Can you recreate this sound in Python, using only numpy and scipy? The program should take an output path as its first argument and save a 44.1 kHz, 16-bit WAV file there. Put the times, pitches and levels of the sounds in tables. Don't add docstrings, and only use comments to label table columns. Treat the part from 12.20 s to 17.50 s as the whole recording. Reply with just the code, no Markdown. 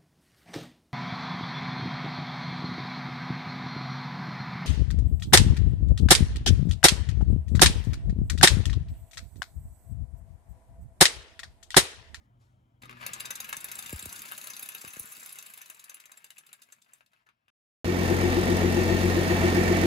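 import sys
import numpy as np
from scipy import signal
from scipy.fft import rfft, irfft, next_fast_len
from scipy.io import wavfile
from scipy.ndimage import uniform_filter1d

SR = 44100
rng = np.random.default_rng(int(sys.argv[2]) if len(sys.argv) > 2 else 0)


def unload_wav(signal):
    wavfile.write(
        sys.argv[1],
        SR,
        np.round(np.clip(np.atleast_2d(signal).T, -1, 1) * 32767).astype(np.int16),
    )


def how_loud(loudness_db):
    steps = np.asarray(loudness_db, float) / 20
    return 10 ** steps


N = 233849


def evened(x):
    return x / np.sqrt(np.mean(x ** 2) + 1e-20)


def read(points, hz):
    f, value = np.transpose(points)
    return np.interp(np.log(hz + 1), np.log(f + 1), value)


def curve(rows, column):
    rows = np.array(rows)
    return np.interp(np.arange(N) / SR, rows[:, 0], rows[:, column], -140, rows[-1, column])


def coloured(x, spectrum):
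    size = next_fast_len(N)
    gain = how_loud(read(spectrum, np.fft.rfftfreq(size, 1 / SR)))
    return irfft(rfft(x, size) * gain, size)[..., :N]


def coloured_noise(spectrum):
    return coloured(rng.standard_normal(N), spectrum)


def ring(clicks, hz, t60):
    radius = np.exp(-np.log(1000) / (t60 * SR))
    w = 2 * np.pi * hz / SR
    return signal.lfilter([0, np.sin(w)], [1, -2 * radius * np.cos(w), radius * radius], clicks)


def ticks(per_s, spread_db):
    out = (rng.random(N) < per_s / SR) * 1.
    at = np.flatnonzero(out)
    size, sign = rng.random((len(at), 2)).T
    out[at] = how_loud(-spread_db * np.log(size + .005)) * np.sign(sign - .5)
    return out


# (t/s, rumble level/dB, drone level/dB)
RUMBLE_LEVELS = [(0, -68, -72.5), (.6, -68, -74.5), (.64, -66, -59), (.675, -65, -61), (.8, -73, -68.5),
                 (.85, -67, -60.5), (1.1, -73.5, -66), (1.7, -69.5, -67), (2, -71, -64), (2.1, -82, -66.5),
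                 (2.85, -88, -75), (3.05, -91, -72.5), (3.7, -103, -85), (4.3, -106, -81.5),
                 (5.3, -91.5, -92)]
# (f/Hz, level/dB)
RUMBLE_TONE = [(20, -31.5), (40, 14.5), (70, 13.5), (110, 18.5), (200, -71.5)]
# (f/Hz, level/dB)
DRONE_TONE = [(60, -39.5), (130, 6), (220, 8), (320, -0.5), (500, -10), (900, -31.5)]


def rumble_and_drone():
    rumble = how_loud(curve(RUMBLE_LEVELS, 1)) * evened(coloured_noise(RUMBLE_TONE))
    drone = how_loud(curve(RUMBLE_LEVELS, 2)) * evened(coloured_noise(DRONE_TONE))
    return rumble + drone


# (f/Hz, level/dB)
AIR_TONE = [(300, -22), (620, 11.5), (1500, 1), (2000, -3.5), (2400, -5.5), (2770, -10), (3100, -0.5),
            (3500, -10), (4000, -19.5), (6000, -42)]
# (t/s, level/dB)
AIR_LEVELS = [(0, -77), (.6, -79), (4.8, -85.5), (5.3, -92.5)]


def shop_air():
    return how_loud(curve(AIR_LEVELS, 1)) * evened(coloured_noise(AIR_TONE))


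# (f/Hz, level/dB)
HISS_TONE = [(1500, 0.5), (3000, -4), (5000, -4.5), (8000, -7.5), (12000, -11), (13500, -31), (14500, -50)]


def hiss():
    puff_s, rise_s, fall_db_per_s = 0.19, 0.027, 118
    t = np.arange(N) / SR
    rise = np.clip((t - puff_s) / rise_s, 0, 1)
    puff = rise * how_loud(-74 - fall_db_per_s * np.maximum(t - puff_s - rise_s, 0))
    opening = how_loud(-85) * (t < 0.06)
    floor = how_loud(-95) * (t < 0.62)
    return (opening + puff + floor) * evened(coloured_noise(HISS_TONE))


def whistle():
    hz, level_db, end_s = 1860, -77, 0.13
    fade = np.clip(1 - np.arange(N) / SR / end_s, 0, 1)
    return how_loud(level_db) * fade * evened(ring(rng.standard_normal(N), hz, 0.02))


# (t/s, fundamental level/dB, octave level/dB)
HUM_LEVELS = [(0, -84, -102), (.1, -66, -91), (.18, -63.5, -74), (.26, -67, -101), (.3, -63, -104),
              (.4, -72, -94), (.62, -67.5, -85), (.64, -54, -63.5), (.67, -62.5, -72), (.71, -58.5, -58.5),
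              (.75, -58, -64), (.8, -58.5, -68.5), (.85, -62, -91.5), (1.06, -66.5, -75.5),
              (1.1, -66, -101)]


def hum():
    near_hz, third_db = 122.4, -6
    far_hz, far_db = 120, -91
    turn = 2 * np.pi * near_hz * np.arange(N) / SR
    sounding = np.arange(N) / SR < HUM_LEVELS[-1][0]
    upper = np.sin(2 * turn) + how_loud(third_db) * np.sin(3 * turn)
    near = how_loud(curve(HUM_LEVELS, 1)) * np.sin(turn) + how_loud(curve(HUM_LEVELS, 2)) * upper
    far = evened(ring(rng.standard_normal(N), far_hz, 0.23))
    return np.sqrt(2) * near * sounding + how_loud(far_db) * far


# (t/s, housing level/dB,
# then steel level/dB under 5.6 kHz, 5.6-7 kHz, 7-9 kHz and above 9 kHz), before each strike's own variation
BLOWS = [(0.8640, -27, -21.5, -24, -33.5, -24.5), (0.9332, -32, -24.5, -20, -21.5, -31.5),
         (0.9997, -27.5, -24, -26, -27, -26.5), (1.0523, -32.5, -24.5, -26, -30, -32),
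         (1.1054, -28.5, -24.5, -20, -27.5, -24.5), (1.1537, -54, -26.5, -23, -30, -28),
         (1.2022, -32.5, -28.5, -20, -34, -25.5), (1.2433, -37.5, -32, -30, -37, -32),
         (1.2892, -31, -35.5, -32, -37, -26), (1.3269, -28, -24, -25.5, -25, -30.5),
         (1.367, -34.5, -31.5, -26, -31.5, -28.5), (1.405, -60, -38, -40, -31.5, -34.5),
         (1.4436, -32, -34, -29.5, -31, -27.5), (1.4843, -38, -32, -34, -42.0, -38),
         (1.515, -33, -30.5, -28, -34.5, -25), (1.5531, -46, -37, -40, -29.5, -31.5),
         (1.5876, -34.5, -30.5, -26, -29.5, -27), (1.624, -40, -33, -31.5, -34, -34),
         (1.6596, -34.5, -32.5, -29, -34, -31.5), (1.6934, -35, -35, -38, -36.5, -32),
         (1.7235, -36, -36, -37.5, -29, -29.5), (1.7594, -42, -37.5, -38, -37, -33.0),
         (1.7917, -38, -33.5, -31, -30, -32.5), (1.8242, -42, -34, -54, -30.5, -32),
         (1.856, -37.5, -36, -34, -31, -29), (1.8919, -44, -35, -35, -40, -36),
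         (1.9236, -35.5, -38, -29, -30, -30.5), (1.956, -41, -30.5, -28.5, -38, -34),
         (1.991, -39.0, -37, -28, -36, -34), (2.0185, -41.5, -37, -40, -42, -32.5),
         (2.0519, -35, -37, -32, -38, -37.5), (2.0831, -42, -34, -38, -42, -35.5),
         (2.1139, -32, -33, -33, -34, -28.5), (2.147, -60, -36, -40, -47, -39),
         (2.1776, -36.5, -34.5, -28.5, -32, -29), (2.2099, -39.5, -33, -31, -43, -35.5),
         (2.2392, -36, -38.5, -29.5, -41, -33.5), (2.271, -36.5, -31.5, -31, -40, -30.5),
         (2.3005, -36.5, -34, -25.5, -38.5, -30), (2.334, -46, -31, -33, -48, -38),
         (2.3659, -33.5, -31, -31, -45, -33), (2.394, -36, -39, -32.5, -46, -32),
         (2.425, -33.5, -34, -38, -34.5, -24.5), (2.4581, -39, -39, -37, -45, -37),
         (2.4883, -34.5, -34.5, -33, -33, -28), (2.519, -46, -38, -36, -53, -38.0),
         (2.547, -32, -38.5, -28.5, -43, -27.5), (2.58, -60, -38, -43, -50, -40),
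         (2.6097, -40, -39, -31, -36, -35), (2.6415, -35.5, -34, -38, -38, -38),
         (2.6736, -37, -38.5, -33, -44, -30), (2.703, -57, -47, -35, -45, -44),
         (2.7336, -39.5, -42, -36.5, -39, -33), (2.7636, -41, -51, -35, -43, -38.5),
         (2.794, -42, -48, -33, -45, -26.5), (2.827, -51, -53, -35, -49, -37.5),
         (2.8552, -43, -55, -56, -55, -34), (2.886, -57, -58, -61, -59, -43),
         (2.918, -43.5, -48, -35, -45, -30.5), (2.9641, -43, -39, -39, -47.5, -38),
         (2.9983, -49, -44.0, -41, -42.5, -39), (3.0314, -66, -43.5, -46, -36, -40),
         (3.0595, -39.5, -40, -37, -38, -32.5), (3.0923, -50, -36, -43, -39, -39),
         (3.123, -58, -40, -45.0, -52, -32.5), (3.1557, -40, -44, -46, -41.0, -37),
         (3.186, -38, -37.5, -30.5, -34, -34.5), (3.225, -41, -43, -37, -44, -37.5),
         (3.2614, -41.5, -38, -41, -38, -35.5), (3.3008, -43.5, -59, -53, -46, -42),
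         (3.336, -45, -43, -39, -43, -33), (3.3748, -42, -40, -42, -43, -35.5),
         (3.4151, -40, -42, -33, -46.5, -35.5), (3.459, -48, -43, -42, -49, -43),
         (3.4995, -38.5, -40, -33, -41, -34), (3.5453, -52.5, -48, -45.5, -42, -44.5),
         (3.5944, -49, -41, -36, -41, -40.5), (3.6404, -54, -41, -41, -40, -41),
         (3.6952, -42, -40, -32, -36.5, -36.5), (3.7429, -43.5, -43, -41, -40, -36.5),
         (3.8, -43.5, -41.5, -40.5, -42, -41.5), (3.856, -47.5, -44, -40.5, -43.5, -45),
         (3.917, -42.5, -42.5, -43, -42, -41), (3.972, -44, -45, -50, -40.5, -45),
         (4.043, -42.5, -46, -38, -37, -40.5), (4.1042, -41, -43, -42, -40.5, -43),
         (4.1813, -42.5, -40, -36.5, -35, -41), (4.2648, -52, -50, -46, -44, -46),
         (4.3293, -43.5, -41.5, -42, -36, -41), (4.4185, -50.0, -43, -46, -46, -45.5),
         (4.5221, -50, -47, -40, -35.5, -44.5), (4.618, -63, -48, -49.5, -47.5, -58),
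         (4.734, -55, -54, -48.5, -38.5, -48.5), (4.8615, -65, -55, -61, -58.5, -62.5)]
# (t/s, housing level/dB under 2 kHz, housing level/dB over 2 kHz, steel level/dB, change/dB at each rebound)
KNOCKS = [(0.619, -54, -62, -54, -1.5), (0.622, -41, -43.5, -49, -14), (0.6347, -34.5, -45, -53.5, -4),
          (0.6467, -43, -52, -57, -10), (0.6553, -39.5, -52, -53, -3.5), (0.695, -34, -39, -55, -2.5),
          (0.708, -41, -54, -52.5, -2), (0.728, -36, -47, -57, -13), (0.77, -41, -58, -67, -1),
          (0.81, -38, -44, -55, 0), (0.823, -40, -45, -58, -10), (0.8289, -29, -38, -52, -8),
          (0.8377, -29.5, -41, -49, -14), (0.893, -31, -42, -62, -6), (0.9638, -32, -40, -62, -21),
          (1.047, -32, -47, -64, -5), (1.0782, -36, -39, -62, -14), (1.129, -49, -50, -68, -14),
          (1.18, -48, -36, -62, -10), (1.638, -35, -41, -62, -7), (3.667, -52, -59, -70, -8),
          (3.717, -47, -46, -67, -8), (3.769, -56, -49, -59, -2.5), (3.943, -47, -60, -73, -14),
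          (4.005, -50, -60, -64, -7), (4.0268, -54, -64, -78, -8), (4.064, -52, -62, -56, -9),
          (4.162, -55, -55, -70, -1), (4.17, -59, -44, -60, -15), (4.236, -54, -56, -75, -2),
          (4.283, -60, -58, -72, -12), (4.2905, -50, -57, -63, -0.5), (4.3178, -56, -50, -80, -8),
          (4.393, -53, -61, -84, -8), (4.431, -70, -65, -57, -1), (4.4884, -50, -69, -74, -2),
          (4.531, -56, -51, -77, -15), (4.538, -65, -57, -77, -14), (4.548, -63, -69, -75, -20),
          (4.585, -57, -65, -78, -2), (4.646, -67, -64, -65, -12), (4.663, -54, -59, -76, -7),
          (4.69, -54, -76, -75, -1), (4.808, -45, -50, -64, -14), (4.917, -66, -72, -78, -3),
          (4.934, -50.5, -57, -66, -10), (5.0638, -63, -68.5, -77, -8), (5.067, -54, -64, -71.5, -2),
          (5.0736, -59, -67, -78, -13), (5.0892, -47.5, -53.5, -67, -4.5), (5.282, -50.5, -53.5, -67, -29)]
STEEL_CONTACTS = [-3.5, -2, -8, -15]
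HOUSING_CONTACTS = [-11, -4.5, -7.5, -11.5]


def strikes():
    knock_s, low_db, high_db, steel_db, rebound_db = np.transpose(KNOCKS)
    blow_s, *blows_db = np.transpose(BLOWS)
    knocks_db = [low_db, high_db, steel_db + 7, steel_db + 4, steel_db, steel_db]
    reach_db = np.c_[blows_db[:1] + blows_db, knocks_db]
    contacts_db = [np.r_[np.tile(db, (len(blow_s), 1)), rebound_db[:, None] * np.arange(4)]
                   for db in (HOUSING_CONTACTS, STEEL_CONTACTS)]
    return np.r_[blow_s, knock_s], reach_db, contacts_db


GROUP_EDGES = [2000, 3200, 5600, 7000, 9000]
# (f/Hz, level/dB, t60/s)
JIG = [(3635, -6, .038), (3765, -6.5, .033), (4005, -7.5, .036), (4350, -10, .028), (4815, -5, .03),
       (5230, -14, .025), (5560, -15, .02), (6140, -5, .036), (6260, -9, .025), (6570, -8, .032),
       (7480, -2, .025), (7560, -6, .05), (8480, -8, .05), (9860, -6, .055), (10690, -9, .04),
       (10870, -1.5, .055), (11480, -8, .045), (12000, -8, .025), (12400, -7, .025), (13600, -14, .025),
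       (14750, -11, .03), (15500, -12, .025)]
# (f/Hz, level/dB, t60/s as struck by the slide)
HOUSING = [(632, -10.5, 0.057), (839, -8, 0.018), (1060, -16, 0.014), (1168, -7.5, 0.013),
           (1264, -8.5, 0.013), (1410, -2.5, 0.0047), (1658, 3.5, 0.013), (1880, -5, 0.0055),
           (2180, -6, 0.014), (2380, -6.5, 0.0042), (2554, -4.5, 0.017), (2656, -3, 0.024),
           (2804, -2.5, 0.015)]


def struck_modes(at, reach_db, contacts_db, knock):
    ring_db, spread_db = -11.0, 3.5
    jig_detune, housing_detune = .006, .012
    knock_damped = 0.51
    seat = np.digitize(rng.standard_normal(len(at)), [-.43, .43]) - 1
    push = np.sign(rng.standard_normal(at.shape))
    out = np.zeros(N)
    for k, (hz, db, t60) in enumerate(JIG + HOUSING):
        in_jig = k < len(JIG)
        spot = rng.standard_normal(at.shape)
        level_db = reach_db[np.digitize(hz, GROUP_EDGES), :, None] + contacts_db[in_jig] + db + ring_db
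        size = how_loud(level_db + spread_db * spot / (1 + knock[:, None]))
        size = size * (np.sign(spot) if in_jig else push)
        held = knock & (not in_jig)
        clicks = np.zeros(N)
        np.add.at(clicks, at[held], size[held])
        out += ring(clicks, hz, knock_damped * t60)
        detune = jig_detune if in_jig else housing_detune
        for way in (-1, 0, 1):
            clicks = np.zeros(N)
            free = (seat == way) & ~held
            np.add.at(clicks, at[free], size[free])
            out += ring(clicks, hz * (1 + detune * way * (-1) ** k), t60)
    return out


# (f/Hz, level/dB)
CRACK = [(300, -63), (1000, 0.5), (2500, -3.5), (5500, -11), (7500, 1), (9000, -1.5), (12200, 3),
         (14000, -4.5), (15600, -5), (16000, -34), (17000, -44)]


def crack_and_cloud(at, reach_db, contacts_db, knock):
    crack_db, crack_s = 0, 0.00066
    cloud_db, cloud_s = -9, 0.0024
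    knock_cloud_db = -7.5
    size = next_fast_len(N)
    steel = rfft(coloured_noise(CRACK), size)
    group = np.digitize(np.fft.rfftfreq(size, 1 / SR), GROUP_EDGES)
    out = np.zeros(N)
    for g, level_db in enumerate(reach_db):
        cracks, clouds = np.zeros((2, N))
        force = how_loud(level_db[:, None] + contacts_db[g > 1])
        np.add.at(cracks, at, force)
        np.add.at(clouds, at, force * how_loud(knock_cloud_db * knock)[:, None])
        shape = sum(how_loud(db) * signal.lfilter([1], [1, -np.exp(-1 / (fade_s * SR))], clicks)
                    for db, fade_s, clicks in ((crack_db, crack_s, cracks), (cloud_db, cloud_s, clouds)))
        shape = uniform_filter1d(shape, size=53, origin=26)
        out += shape * irfft(steel * (group == g), size)[:N]
    return out


# (f/Hz, level/dB)
BLOW_TONE = [(500, -8.5), (1200, 0.5), (1800, 2.5), (2400, 4.5), (3300, -0.5)]


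def blows_and_knocks():
    bounce_s, soft_db, coast_s = .0022, 3, 3.4
    s, reach_db, contacts_db = strikes()
    count = len(s)
    knock = np.arange(count) >= len(BLOWS)
    softness = soft_db * abs(rng.standard_normal(count)) * ~knock * (s < coast_s)
    contacts_db = [db + np.outer(softness, [-1, -.5, .5, .5]) for db in contacts_db]
    after = np.cumsum(bounce_s * abs(rng.standard_normal((count, 3))), axis=1)
    at = np.minimum(np.round(SR * (s[:, None] + np.c_[0 * s, after])).astype(int), N - 1)
    reach_db[0, :len(BLOWS)] += -1 + 3 * rng.standard_normal(len(BLOWS))
    rung = struck_modes(at, reach_db, contacts_db, knock)
    return coloured(rung + crack_and_cloud(at, reach_db, contacts_db, knock), BLOW_TONE)


# (t/s, gear grind level/dB, chatter of loose parts level/dB)
RUNNING = [(.62, -101, -102), (.68, -59.5, -100), (.79, -60, -68.5), (.82, -48, -64), (.88, -50, -60),
           (1.2, -51.5, -59.5), (1.7, -52, -51.5), (2.4, -54, -54.5), (3.03, -56, -54.5),
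           (3.47, -59.5, -62), (3.74, -63.5, -70), (4.23, -71, -74.5), (4.52, -72, -76), (4.62, -85, -82),
           (4.7, -72.5, -82), (4.775, -72.5, -73), (4.8, -82, -82), (4.9, -88, -94), (4.93, -74, -86),
           (5.02, -75.5, -92.5), (5.055, -97, -100), (5.1, -79, -100), (5.17, -87.5, -104)]
# (t/s, level/dB)
CLACKS = [(.62, -6), (1.3, -5), (2, -6.5), (3.4, 1.5), (3.9, 2), (5.2, -3.5)]


def gears():
    teeth_per_s, clacks_per_s, wash_db, damped = 1500, 110, -1, 0.41
    clacks = ticks(clacks_per_s, 3)
    rung = sum(how_loud(db) * evened(ring(ticks(teeth_per_s, 3.2), hz, t60)) for hz, db, t60 in HOUSING)
    clatter = sum(how_loud(db) * evened(ring(clacks * rng.standard_normal(N), hz, damped * t60))
                  for hz, db, t60 in HOUSING)
    rub = coloured_noise(CRACK[:4] + [(8000, -43.5)])
    grind = evened(evened(rung) + how_loud(wash_db) * evened(rub))
    share = how_loud(curve(CLACKS, 1))
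    mix = (grind + share * evened(coloured(clatter, BLOW_TONE))) / np.sqrt(1 + share ** 2)
    return how_loud(curve(RUNNING, 1)) * mix


def chatter():
    ticks_per_s, taps_per_s, fizz_per_s = 500, 90, 3200
    tap_db, fizz_db, damped = -2, 2, 0.18
    taps = how_loud(tap_db) * evened(ticks(taps_per_s, 0.77))
    rung = np.zeros(N)
    for hz, db, t60 in JIG:
        hits = evened(ticks(ticks_per_s, 7.0)) + taps * rng.standard_normal(N)
        rung += how_loud(db) * evened(ring(hits, hz, damped * t60))
    fizz = coloured(evened(ticks(fizz_per_s, 0.86)) + taps, [(2500, -21)] + CRACK[3:])
    return how_loud(curve(RUNNING, 2)) * evened(evened(rung) + how_loud(fizz_db) * evened(fizz))


# (t/s, level/dB before shaping, length/s, pitch fall f/Hz)
JOLTS = [(1.372, -46, 0.01, 308), (1.659, -51, 0.014, 500), (1.728, -32, 0.045, 710),
         (1.827, -50, 0.037, 700), (1.858, -41.5, 0.037, 920), (1.919, -77, 0.055, 610),
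         (2.43, -52, 0.0099, 580), (2.641, -42.5, 0.013, 930), (2.666, -53.5, 0.027, 400),
         (2.766, -43.5, 0.014, 910), (2.797, -49, 0.025, 720), (2.841, -49, 0.01, 500),
         (2.98, -50, 0.0059, 405)]


def jolts():
    low_hz, sweep_s, rise_s = 92, .0031, .003
    out = np.zeros(N)
    for s, db, length, sweep_hz in JOLTS:
        t = np.arange(0, length, 1 / SR)
        pitch_hz = low_hz * (1 - 0.36 * t / length) + sweep_hz * np.exp(-t / sweep_s)
        turns = np.cumsum(pitch_hz) / SR
        ends = np.minimum(t / rise_s, 1) * np.minimum((length - t) / rise_s, 1)
        shape = ends * np.exp(-1.1 * t / length)
        out[round(s * SR):][:len(t)] += how_loud(db) * shape * np.sin(2 * np.pi * turns)
    return out


# (f/Hz, phase/rad)
PORT_PHASE = [(0, 0), (690, 2), (1200, 3.6), (1720, 3.1), (2240, 5.7), (2760, 7.7), (3270, 7.3),
              (3790, 6.3), (6370, 6.8), (6890, 6.3), (7400, 5.9), (8960, 3.2), (10000, 1.7), (11025, .1),
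              (11540, -.5), (13090, -3.1), (13600, -3.4), (14640, -5.6), (15160, -6.2), (16700, -6.4)]
# (f/Hz, level/dB)
PORT_LEVEL = [(60, 0.0), (110, 0.0), (200, 1.0), (380, 3.5), (700, 6.0), (1290, 7.0), (2380, 5.0),
              (4400, 4.5), (8120, 0.5), (15000, 0.0)]
# (f/Hz, share of amplitude)
DIRECT = [(200, .99), (600, .8), (1700, .74), (3000, .72), (3800, .85), (5300, .68), (6800, .94),
          (16000, .94)]


def ports(x):
    room_t60 = .1
    size = next_fast_len(N + SR // 2)
    hz = np.fft.rfftfreq(size, 1 / SR)
    t = np.arange(SR // 2) / SR
    tails = rng.standard_normal((4, 2, SR // 2)) * how_loud(-60 * t / room_t60) * (t > .002)
    wander = uniform_filter1d(rng.standard_normal((4, N)), size=SR // 20, axis=1)
    places = wander / np.linalg.norm(wander, axis=0)
    places = uniform_filter1d(places, size=SR // 200, axis=1)
    echoes = sum(rfft(x * place, size) * rfft(tail, size) for place, tail in zip(places, tails))
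    echoes = echoes / np.linalg.norm(tails[0, 0])
    direct = np.clip(read(DIRECT, hz), 0, 1)
    side = np.array([[.5], [-.5]])
    shift = np.exp(1j * side * np.interp(hz, *np.transpose(PORT_PHASE)))
    heard = direct * shift * rfft(x, size) + np.sqrt(1 - direct ** 2) * echoes
    return irfft(heard * how_loud(side * read(PORT_LEVEL, hz)), size)[:, :N]


def scene():
    shop = rumble_and_drone() + shop_air() + hiss() + whistle()
    steel = coloured(blows_and_knocks() + gears() + chatter(), [(100, -27.5), (350, 1)])
    return ports(steel + hum() + shop) + jolts() * how_loud(np.array([[.7], [-.7]]))


def top_cut(x):
    return signal.sosfilt(signal.butter(12, 17130, fs=SR, output="sos"), x)


# (f/Hz, level/dB)
PHONE_TONE = [(15700, 0.5), (16100, -8), (16600, -23.5), (16900, -66)]


def record(dry):
    mix = coloured(dry, PHONE_TONE)
    return top_cut(mix)


dry = scene()
out = record(dry)
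unload_wav(out)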